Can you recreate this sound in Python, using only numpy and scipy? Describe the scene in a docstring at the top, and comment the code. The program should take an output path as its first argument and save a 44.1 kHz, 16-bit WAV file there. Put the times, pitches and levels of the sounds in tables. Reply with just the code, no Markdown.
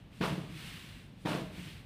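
"""Two heavy battle ropes are slammed twice onto the turf of a concrete-walled gym.
Each slam is a thud and a fast run of slaps as the ropes lay themselves down; loops then flop onto
the floor. Between slams the braid swishes as the ropes are whipped up and over.
The hall rings, over a low rumble."""
import sys
import numpy as np
from scipy import signal
from scipy.fft import rfft, irfft
from scipy.io import wavfile

SR = 44100
rng = np.random.default_rng(int(sys.argv[2]) if len(sys.argv) > 2 else 0)


def inscribe(sig):
    """Save sig as 16-bit PCM at rate SR to the path in sys.argv[1].

    A 1-D sig is mono; a 2-D sig holds one channel per row.
    Samples are clipped to [-1, 1] before scaling.
    """
    pcm = np.round(np.clip(np.atleast_2d(sig).T, -1, 1) * 32767)
    wavfile.write(sys.argv[1], SR, pcm.astype(np.int16))


N = 81585

# Rope landings, two per slam: start_s, slap_db, lay_s, fade_db_per_s, smack_hz, scuff_db, body_db
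LANDINGS = [(0.2071, -36.5, 0.016, 190, 388, -56, -39), (0.222, -36, 0.011, 119, 940, -50.5, -44),
            (1.2504, -38.5, 0.022, 198, 830, -51.5, -38), (1.282, -41, 0.066, 160, 610, -54, -40.5)]
# Scuffing braid: freq_hz, gain_db
SCUFF_SPECTRUM = [(300, -5), (1500, -13), (3500, 2), (5200, -3), (6800, -7), (8600, -3.5), (10500, -7.5),
                  (12500, -13.5), (15000, -13)]
FIBRES_PER_S = 9000


def undb(db):
    """Decibels to gain."""
    return 10 ** (np.asarray(db) / 20)


def unit(x):
    """Scale to rms 1."""
    return x / np.sqrt(np.mean(x ** 2) + 1e-18)


def colour(x, spectrum):
    """Minimum-phase filter of unit power through (freq_hz, gain_db) points."""
    size = 4096
    hz, db = np.array(spectrum).T
    bin_hz = np.arange(size // 2 + 1) * SR / size
    bin_db = np.interp(np.log(bin_hz + 1), np.log(hz), db)
    cepstrum = irfft(np.log(undb(bin_db)))
    cepstrum[1:size // 2] *= 2
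    cepstrum[size // 2 + 1:] = 0
    response = irfft(np.exp(rfft(cepstrum)))
    return signal.fftconvolve(x, response / np.linalg.norm(response))[:N]


def contacts(per_s, scatter_db=0):
    """Tiny impacts at random times, rms 1."""
    chance, size = rng.random(N), rng.standard_normal(N)
    return unit((chance < per_s / SR) * rng.choice([-1, 1], N) * undb(scatter_db * size))


def envelope(age_s, hold_s, fade_db_per_s, attack_s=0.0069):
    """Linear rise, hold, exponential fade."""
    return np.clip(age_s / attack_s, 0, 1) * undb(-fade_db_per_s * np.maximum(age_s - hold_s, 0))


def hall(x, wet_db):
    """Add diffuse reflections from concrete; the treble dies sooner."""
    low_t60_s, treble_t60_s, split_hz, onset_s = 0.74, 0.63, 2100, 0.0053
    t, noise = np.arange(N) / SR, rng.standard_normal(N)
    low = signal.sosfilt(signal.butter(2, split_hz, fs=SR, output="sos"), noise)
    fall = -np.log(1000) * t
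    tail = low * np.exp(fall / low_t60_s) + (noise - low) * np.exp(fall / treble_t60_s)
    tail *= np.clip(t / onset_s - .5, 0, 1)
    return x + undb(wet_db) * signal.fftconvolve(x, tail / np.linalg.norm(tail))[:N]


def rumble(level_db=-52.5):
    """Steady low background of the hall."""
    # Hall noise: freq_hz, gain_db
    rumble_spectrum = [(20, -27), (32, -14), (44, -2), (65, -2), (85, -5), (125, 0), (180, -2), (260, -11),
                       (400, -19), (800, -25), (1400, -30), (3000, -30), (7000, -49), (15000, -52)]
    return undb(level_db) * unit(colour(rng.standard_normal(N), rumble_spectrum))


def swish(t):
    """Fibres rub as the wave bends the ropes; their bulk pushes a low whoosh of air."""
    # Rubbing over the swings: time_s, level_db
    swing = [(0, -68.5), (0.08, -78.5), (0.14, -63), (0.19, -61.5), (0.30, -52), (0.41, -56.5), (0.48, -59),
             (0.59, -49.5), (0.67, -48), (0.80, -51.5), (0.96, -56.5), (1.04, -60.5), (1.13, -70.5),
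             (1.22, -69), (1.38, -51.5), (1.50, -60.5), (1.58, -52), (1.69, -51.5), (1.78, -57.5),
             (1.85, -64.5)]
    # Rubbing fibres: freq_hz, gain_db
    fibre_spectrum = [(100, -17), (300, -16), (550, -18.5), (950, -9), (1400, -4.5), (2100, -0.5),
                      (2800, 0.5), (4000, -4), (5200, -11), (6800, -16.5), (8600, -12.5), (12000, -19.5),
                      (15000, -19)]
    # Pushed air: freq_hz, gain_db
    whoosh_spectrum = [(30, -21), (70, -5.5), (130, 4.5), (180, -2), (280, -6.5), (400, -16), (800, -25),
                       (4000, -62), (15000, -98)]
    # Rustle of braid leading into each slam: lead_s, width_s, level_db
    downstroke = (0.01, 0.058, -67)
    hiss_split_hz, hiss_db_per_db = 7000, 0.11
    whoosh_peak_db, whoosh_db_per_db = -51.5, 0.42
    swing_db = np.interp(t, *np.array(swing).T)
    effort_db = swing_db - swing_db.max()
    rub = undb(swing_db) * contacts(FIBRES_PER_S)
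    dull = signal.sosfiltfilt(signal.butter(2, hiss_split_hz, fs=SR, output="sos"), rub)
    hiss = undb(hiss_db_per_db * effort_db) * (rub - dull)  # fast swings sound brighter
    fibres = colour(dull + hiss, fibre_spectrum)
    whoosh_db = whoosh_peak_db + whoosh_db_per_db * effort_db
    whoosh = colour(undb(whoosh_db) * rng.standard_normal(N), whoosh_spectrum)
    lead_s, width_s, rustle_db = downstroke
    pull = sum(np.exp(-((t - start_s + lead_s) / width_s) ** 2) for start_s, *_ in LANDINGS[::2])
    rustle = colour(undb(rustle_db) * pull * contacts(FIBRES_PER_S), SCUFF_SPECTRUM)
    return hall(fibres + rustle, wet_db=-20.5) + whoosh


def thuds(t):
    """Each falling loop gives the floor a soft push; a longer push sounds duller."""
    # Falling loops: start_s, impulse_db, contact_ms
    loop_falls = [(0.2045, -27, 3.15), (0.2102, -20, 0.6), (0.276, -35, 0.8), (0.3072, -24.5, 3.2),
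                  (0.323, -21.5, 3.4), (0.3792, -28, 1.35), (0.384, -34, 2.63), (0.436, -34, 2.1),
                  (0.499, -31, 3.8), (0.552, -36.5, 2.3), (0.621, -41.5, 2.2), (0.954, -43, 2.7),
                  (1.2502, -25.5, 2.14), (1.2567, -28, 1.2), (1.3035, -30, 0.85), (1.350, -29, 1.05),
                  (1.371, -29, 1.6), (1.417, -28.5, 2.2), (1.433, -36, 1.5), (1.532, -37.5, 2.8),
                  (1.581, -36, 2.1), (1.591, -29, 3.9), (1.672, -41, 1.64), (1.796, -26, 9.2)]
    # Modes of rope and floor: freq_hz, gain_db, t60_s
    floor_modes = [(123.6, -33, 0.25), (155.6, -13.5, 0.29), (184.1, -10, 0.17), (227, -10.5, 0.096),
                   (302, -12.5, 0.083), (319, -10, 0.065), (380, -16.5, 0.069), (494, -17, 0.029),
                   (650, -20, 0.013)]
    low_cut_hz = 103  # a narrow rope radiates little deep bass
    push = np.zeros(N)
    for start_s, impulse_db, contact_ms in loop_falls:
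        progress = np.clip((t - start_s) / (contact_ms / 1000), 0, 1)
        pulse = np.sin(np.pi * progress) ** 2
        push += undb(impulse_db) * pulse / (pulse.sum() + 1e-9)
    ring = sum(undb(gain_db) * np.sin(2 * np.pi * freq_hz * t) * np.exp(-np.log(1000) * t / t60_s)
               for freq_hz, gain_db, t60_s in floor_modes)
    ring = signal.sosfilt(signal.butter(2, low_cut_hz, "high", fs=SR, output="sos"), ring)
    return hall(signal.fftconvolve(push, ring)[:N], wet_db=-8)


def slams(t):
    """Contact runs along each rope: sharp slaps, a hollow smack, dull core blows, braid scuffing turf."""
    # Slaps: freq_hz, gain_db
    slap_spectrum = [(100, -38), (300, -2.5), (560, 1.5), (800, -3), (980, 1), (1300, -2), (1900, -6),
                     (2800, -6.5), (4000, -12), (5500, -20.5), (7000, -31), (15000, -35)]
    # Blows of the core: freq_hz, gain_db
    body_spectrum = [(40, -21.5), (100, -5), (180, 8), (280, 2), (400, 0.5), (500, 1.5), (570, -6),
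                     (650, 5), (790, -10), (1200, -16), (3000, -17.5), (12000, -54)]
    smack_gain_db, scuff_rise_s = -6, 0.035
    slaps = body_gain = scuff_gain = 0
    for start_s, slap_db, lay_s, fade_db_per_s, smack_hz, scuff_db, body_db in LANDINGS:
        age_s = t - start_s
        hits = undb(slap_db) * envelope(age_s, lay_s, fade_db_per_s) * contacts(per_s=3400, scatter_db=2)
        smack = signal.lfilter(*signal.iirpeak(smack_hz, Q=3.5, fs=SR), hits)
        slaps = slaps + hits + undb(smack_gain_db) * smack
        body_shape = envelope(age_s, hold_s=max(0.014, lay_s), fade_db_per_s=98)
        body_gain = np.hypot(body_gain, undb(body_db) * body_shape)  # landings add in power
        swell = np.interp(age_s, [0, scuff_rise_s], [0.28, 1])
        scuff_shape = swell * envelope(age_s, hold_s=max(0.052, lay_s), fade_db_per_s=171)
        scuff_gain = np.hypot(scuff_gain, undb(scuff_db) * scuff_shape)
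    body = colour(body_gain * contacts(per_s=700, scatter_db=4), body_spectrum)
    scuff = colour(scuff_gain * contacts(FIBRES_PER_S), SCUFF_SPECTRUM)
    return hall(colour(slaps, slap_spectrum) + body + scuff, wet_db=-11)


def scene():
    """Ropes and hall, mono."""
    t = np.arange(N) / SR
    return (slams(t) + thuds(t) + swish(t) + rumble())[None]


def record(dry):
    """Steep low-pass on the top treble."""
    cutoff_hz = 15300
    return signal.sosfilt(signal.ellip(12, .2, 70, cutoff_hz, fs=SR, output="sos"), dry)


dry = scene()
out = record(dry)
inscribe(out)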